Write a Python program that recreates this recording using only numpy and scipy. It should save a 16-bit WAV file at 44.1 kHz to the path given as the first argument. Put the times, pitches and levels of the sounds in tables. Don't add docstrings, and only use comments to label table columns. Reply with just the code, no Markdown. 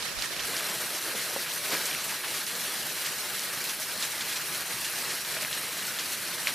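import sys
import numpy as np
from scipy import signal
from scipy.fft import rfft, irfft, next_fast_len
from scipy.io import wavfile
from scipy.ndimage import uniform_filter1d

SR = 44100
rng = np.random.default_rng(int(sys.argv[2]) if len(sys.argv) > 2 else 0)


def makeup_ratio(level_db):
    decades = np.asarray(level_db, float) / 20
    return 10 ** decades


def inscribe(sig):
    pcm = np.round(np.clip(np.atleast_2d(sig).T, -1, 1) * 32767)
    wavfile.write(sys.argv[1], SR, pcm.astype(np.int16))


N = 288656


def evened(x):
    return x / np.sqrt(np.mean(x ** 2) + 1e-20)


def smoothed_noise(count, size):
    return evened(uniform_filter1d(rng.standard_normal(count), size))


def filtered(x, order, hz, kind):
    return signal.sosfilt(signal.butter(order, hz, kind, fs=SR, output="sos"), x)


def read(points, hz):
    f, value = np.transpose(points)
    return np.interp(np.log(hz + 1), np.log(f + 1), value)


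def follow(rows, t):
    s, *columns = np.transpose(rows)
    return [np.interp(t, s, c) for c in columns]


def add(mix, s, sound):
    part = mix[round(s * SR):][:len(sound)]
    part += sound[:len(part)]


def ramp(hz, from_hz, octaves):
    return np.clip(np.log2((hz + 1) / from_hz) / octaves, 0, 1)[:, None]


def mottle(frames, bins, tall, long):
    noise = rng.standard_normal((frames, bins)).T
    return evened(uniform_filter1d(uniform_filter1d(noise, tall, axis=0), long, axis=1))


def ring(hz, t60, glide, rise):
    t = np.arange(int(t60 * SR) + 8) / SR
    swell = 1 - np.exp(-t / rise)
    return swell * makeup_ratio(-60 * t / t60) * np.sin(2 * np.pi * hz * t * (1 + glide * t / t60))


# (t/s, level/dB)
AIR = [
    (0, -62),
    (.27, -53),
    (.6, -86),
    (1.07, -79),
    (2.4, -97),
    (3.7, -75),
    (5.5, -73),
    (6.15, -88),
    (6.4, -71),
]


def breeze():
    first, second = rng.standard_normal((2, N))
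    lumps = evened(filtered([first, 1.1 * second - 0.45 * first], 3, [24, 75], "bandpass"))
    gusts = evened(uniform_filter1d(uniform_filter1d(rng.standard_normal(N), 4000), 4000))
    lumpy_db = 6
    return lumps * makeup_ratio(follow(AIR, np.arange(N) / SR)[0] - 1.0 + lumpy_db * gusts)


# (t/s, peak level/dB, f/Hz, t60/s)
POCKETS = [(.487, -36, 470, 0.13), (1.15, -29.5, 500, 0.065), (1.362, -20.5, 540, .035),
           (1.697, -32, 423, .03), (1.71, -34, 595, .04), (1.724, -25, 495, 0.04), (1.731, -25, 332, 0.041),
           (1.7353, -31, 404, 0.021), (1.741, -28, 967, 0.048), (2.063, -37, 644, 0.036),
           (2.313, -40, 850, .04), (3.57, -41, 150, 0.13), (3.798, -34.5, 630, 0.058),
           (4.134, -33.5, 910, 0.052), (4.223, -38.5, 158, 0.1), (4.739, -39, 130, 0.15),
           (5.368, -29, 651, 0.045), (5.421, -34, 610, 0.079), (6, -33, 485, 0.046)]


def plops():
    out = np.zeros(N)
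    for s, db, hz, t60 in POCKETS:
        add(out, s + 0.00097, makeup_ratio(db + 1.0) * ring(hz, t60, .05, 2.0 / hz))
        add(out, s + 0.00083, makeup_ratio(db + 12.0) * ring(1.33 * hz, 2.9 / hz, 0.036, 0.36 / hz))
    return filtered(out, 2, 110, "highpass")


def small_slaps():
    per_s, tick_db, spray_db, spread_db = 4, -30, -42.5, 8.5
    when, pitch, tick, spray = rng.random((round(per_s * N / SR), 4)).T
    tick_db = tick_db + spread_db * (2 * tick - 1)
    spray_db = spray_db + spread_db * (2 * spray - 1)
    return list(zip(.01 + when * N / SR, tick_db, 1600 * 6.3 ** pitch, spray_db))


def slap_tick(db, hz):
    cycles = (np.arange(260) / SR - .003) * hz
    knock = makeup_ratio(db) * np.exp(-(cycles / 1.22) ** 2) * np.cos(2 * np.pi * cycles)
    crack = makeup_ratio(db - 5.5) * np.exp(-(cycles / 0.37) ** 2) * np.sin(2 * np.pi * 1.7 * cycles)
    return knock + crack


def slap_spray(db, hz):
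    hold_s, t60_s, rise_s, ragged_db = 0.014, 0.12, 0.00041, 1.2
    t = np.arange(4410) / SR
    band = [max(hz * 0.39, 900), min(hz * 1.84, 15000)]
    spray = evened(filtered(rng.standard_normal(len(t)), 2, band, "bandpass"))
    spray *= makeup_ratio(ragged_db * smoothed_noise(len(t), 90))
    fade_db = -60 * np.maximum(t - hold_s, 0) / t60_s
    return makeup_ratio(db - 2.0 + fade_db) * (1 - np.exp(-t / rise_s)) * spray


# (t/s, tick level/dB, f/Hz, spray level/dB)
CLUMPS = [(0.0251, -20.5, 4040, -55), (0.2232, -16, 4500, -33.5), (.3945, -21, 3080, -34),
          (0.5666, -19, 4690, -33), (.7404, -19, 8770, -38), (1.9127, -24, 2890, -38.5),
          (1.536, -23, 9260, -34.5), (1.706, -19, 5660, -43), (1.7217, -24, 3080, -34),
          (1.7422, -33, 2230, -48), (1.856, -16, 6950, -30.5), (1.9494, -21, 2120, -38),
          (2.2349, -33, 1800, -32), (2.341, -28, 6150, -35), (2.5532, -23, 4040, -38),
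          (3.0506, -27, 3480, -30.5), (3.3948, -19, 5660, -38), (3.695, -20, 6040, -35.5),
          (3.7996, -21, 10080, -34), (4.0258, -15, 4000, -28.5), (4.2097, -19.5, 3570, -33),
          (4.3582, -23, 3880, -32), (4.845, -30, 4000, -31.5), (5.099, -29, 4390, -33.5),
          (5.369, -24, 1570, -37.5), (5.449, -19, 2170, -38), (5.5292, -17, 3670, -33.5),
          (5.988, -20, 3530, -31), (6.1225, -23, 8770, -32.5), (6.4721, -12.5, 2290, -27.5)]
# (t/s, tick level/dB, f/Hz)
DRIPS = [(0.1888, -22, 4570), (.608, -23, 1460), (1.7307, -22, 4870), (1.751, -26, 1820),
         (1.817, -29, 6430), (2.043, -18, 10080), (2.467, -21, 5100), (3.641, -19, 7610),
         (4.0045, -24, 7280), (4.0457, -28, 4220), (4.298, -22, 4690), (4.548, -21, 6570),
         (5.2493, -23.5, 3750), (5.43, -26, 2410), (5.583, -25, 7920), (5.868, -21, 8460),
         (6.2771, -24.5, 4390)]


def slaps():
    drip_spray_db = -16.5
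    drips = [(s, db, hz, db + drip_spray_db) for s, db, hz in DRIPS]
    out = np.zeros(N + SR)
    for s, db, hz, spray_db in [*CLUMPS, *drips, *small_slaps()]:
        tick = slap_tick(db, hz)
        add(out, s - .0005, slap_spray(spray_db, hz))
        add(out, s - .003, tick)
        add(out, s - .0013, makeup_ratio(-17.5) * tick)
    return filtered(out[:N], 2, 800, "highpass")


def droplets(per_s, spread_db, low_hz, high_hz, turns):
    struck = rng.random(N) < per_s / SR
    size = makeup_ratio(spread_db * np.minimum(rng.exponential(1, N), 4)) * struck
    kind, out = rng.integers(0, 14, N), np.zeros(N)
    for k, hz in enumerate(np.geomspace(low_hz, high_hz, num=14)):
        drop = ring(hz, 3 * turns / hz, 0.25, 0.63 / hz) * hz
        out += signal.oaconvolve(size * (kind == k), drop)[:N]
    return evened(out)


# (t/s, flow level/dB)
STREAM = [(0, -2), (.15, -1.5), (.6, 1), (.9, 1), (1.55, -.5), (1.75, 1), (1.95, 0.5), (2.1, 0), (3.5, -1),
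          (4.3, -1), (4.85, -1), (5.05, 0), (5.9, -1), (6.55, -.5)]
# (t/s, level change/dB)
LULLS = [(.14, -3.5), (.28, -2.5), (.375, -3), (.79, -1.5), (.89, -3), (1.01, -3), (1.14, -1), (1.47, -3.5),
         (1.61, -2.5), (1.68, -0.5), (1.735, 3.5), (2.03, -2.5), (2.21, -3.5), (2.26, 0.5), (2.46, -2.5),
         (2.96, 0), (3.44, -1), (3.76, -2.5), (3.97, -0.5), (4.05, 2), (4.11, -2), (4.66, -1.5), (4.9, -2),
         (5.23, -4), (5.34, -0.5), (5.485, -1.5), (5.93, -2), (6.2, -2.5), (6.38, -2), (6.45, -1)]


def flow(t):
    lull_s = 0.034
    return follow(STREAM, t)[0] + sum(db * np.exp(-((t - s) / lull_s) ** 2) for s, db in LULLS)


# (f/Hz, level/dB per Hz)
WASH = [(25, -53), (60, -19), (95, -14), (135, -4.5), (250, -5.5), (490, -5), (950, -3.5), (1650, 0),
        (3000, -2), (5900, -3.5), (6400, -6), (10500, -4), (13500, -6.5), (15200, -13)]
# (f/Hz, width/Hz, level/dB)
HOLLOWS = [(369, 50, 4), (485, 21, 5.5), (607, 57, 4), (910, 14, 2.5), (1207, 41, 0), (1275, 29, 2),
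           (1472, 24, 2), (1638, 40, 2), (1870, 89, 0.5), (1884, 17, 0.5), (3170, 91, -1.5), (3536, 82, -4),
           (4200, 310, 2), (4800, 250, -0.1), (5730, 200, 1.3), (8300, 480, -1)]


def gorge_colour(x):
    size = next_fast_len(N)
    hz = np.fft.rfftfreq(size, 1 / SR)
    colour_db = read(WASH, hz)
    colour_db = colour_db + sum(db * np.exp(-((hz - f) / width) ** 2) for f, width, db in HOLLOWS)
    return irfft(rfft(x, size) * makeup_ratio(colour_db), size)[:, :N]


# (f/Hz, level/dB)
SIDEWAYS = [(60, -13), (200, -16), (500, -17), (1000, -18), (1800, -22), (2800, -17), (3700, -11),
            (5200, -13), (7000, -11.5), (10000, -9), (12500, -12), (15000, -14)]
# (t/s, aim at the fall 0-1, tilt down to the pool 0-1)
AIM = [
    (0, .3, .7),
    (.15, .3, .7),
    (.4, .45, .8),
    (.46, .8, .9),
    (.5, 1, 1),
    (1.9, 1, .7),
    (2.1, 1, .3),
    (3.5, 1, 0),
    (6.55, 1, 0),
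]


def fall():
    spatter_share, spray_share, churn_share = 0.89, 0.68, 1.47
    dull_away_db, pool_db = -7, 2.5
    patchy_db, flicker_db, echo_patchy_db = 1.43, 0.94, 4.5
    raw = rng.standard_normal((2, N))
    raw[0] += 0.3 * droplets(1500, 4.0, 1520, 13800, turns=2.0)
    raw[0] += 0.15 * droplets(400, 1.5, 276.7, 4003, turns=12.)
    hz, t, z = signal.stft(raw, SR, nperseg=512, noverlap=384)
    aim, tilt = follow(AIM, t)
    mid, high, low = ramp(hz, 1900, 0.69), ramp(hz, 5500, 1.0), ramp(hz, 1700, -1.94)
    share = 1 + (mid - high) * (spatter_share - 1) + high * (spray_share - 1) + low * (churn_share - 1)
    flow_db = share * flow(t)
    flow_db = flow_db + high * dull_away_db * (1 - aim) + low * (pool_db * tilt - 1.5)
    flow_db *= 1 - ramp(hz, 335, -0.67)
    flicker = smoothed_noise(len(t), 6)
    patches = mottle(len(t), len(hz), 4, 12)
    z *= makeup_ratio(flow_db + patchy_db * patches + flicker_db * flicker * (1 - low))
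    echo_db = read(SIDEWAYS, hz)[:, None] + 1.0 + echo_patchy_db * mottle(len(t), len(hz), 7, 10)
    z[1] *= makeup_ratio(aim * echo_db)
    return makeup_ratio(-28.0) * gorge_colour(signal.istft(z, SR, nperseg=512, noverlap=384)[1])


def scene():
    air = breeze()
    water = plops() + slaps()
    front, side = fall()
    front = front + water
    pan_on_db, pan_away_db = -0.34, -5.5
    pan_db = pan_on_db + pan_away_db * (1 - follow(AIM, np.arange(N) / SR)[0])
    return np.array([front * makeup_ratio(pan_db / 2) + side, front * makeup_ratio(-pan_db / 2) - side]) + air


# (start t/s, length/s)
FOLDS = [
    (.5, .3),
    (4.57, .09),
    (5.13, .05),
    (5.57, .29),
]


def narrowed(mid, side, hz, t):
    masking = np.sqrt(uniform_filter1d(uniform_filter1d(abs(mid) ** 2, 16, axis=0), 3, axis=1))
    folded = sum((t > s) & (t < s + length) for s, length in FOLDS) * (hz > 4200)[:, None]
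    threshold_db = -11 - 12 * ramp(hz, 1000, -2.) + 20 * folded
    return side * (abs(side) > makeup_ratio(threshold_db) * masking)


# (t/s, f/Hz)
EDGE = [
    (0, 13200),
    (.06, 13600),
    (.1, 14700),
    (.45, 14640),
    (1, 15100),
    (4, 15400),
    (5.55, 15100),
    (5.65, 15000),
    (6.1, 15150),
]


def band_limit(hz, t):
    step_hz, flutter_hz = 172, 90
    edge_hz = follow(EDGE, t)[0] + flutter_hz * smoothed_noise(len(t), 3)
    edge_hz = step_hz * np.round(edge_hz / step_hz)
    return np.clip((edge_hz - hz[:, None]) / 250 + .5, 0, 1) ** 2


def roll_off(x):
    return signal.sosfilt(signal.butter(12, 15900, fs=SR, output="sos"), x)


def record(dry):
    hz, t, (left, right) = signal.stft(dry, SR, nperseg=2048)
    mid, side = (left + right) / 2, (left - right) / 2
    side = narrowed(mid, side, hz, t)
    kept = band_limit(hz, t) * np.array([mid + side, mid - side])
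    mix = signal.istft(kept, SR, nperseg=2048)[1][:, :N]
    return roll_off(mix)


dry = scene()
out = record(dry)
inscribe(out)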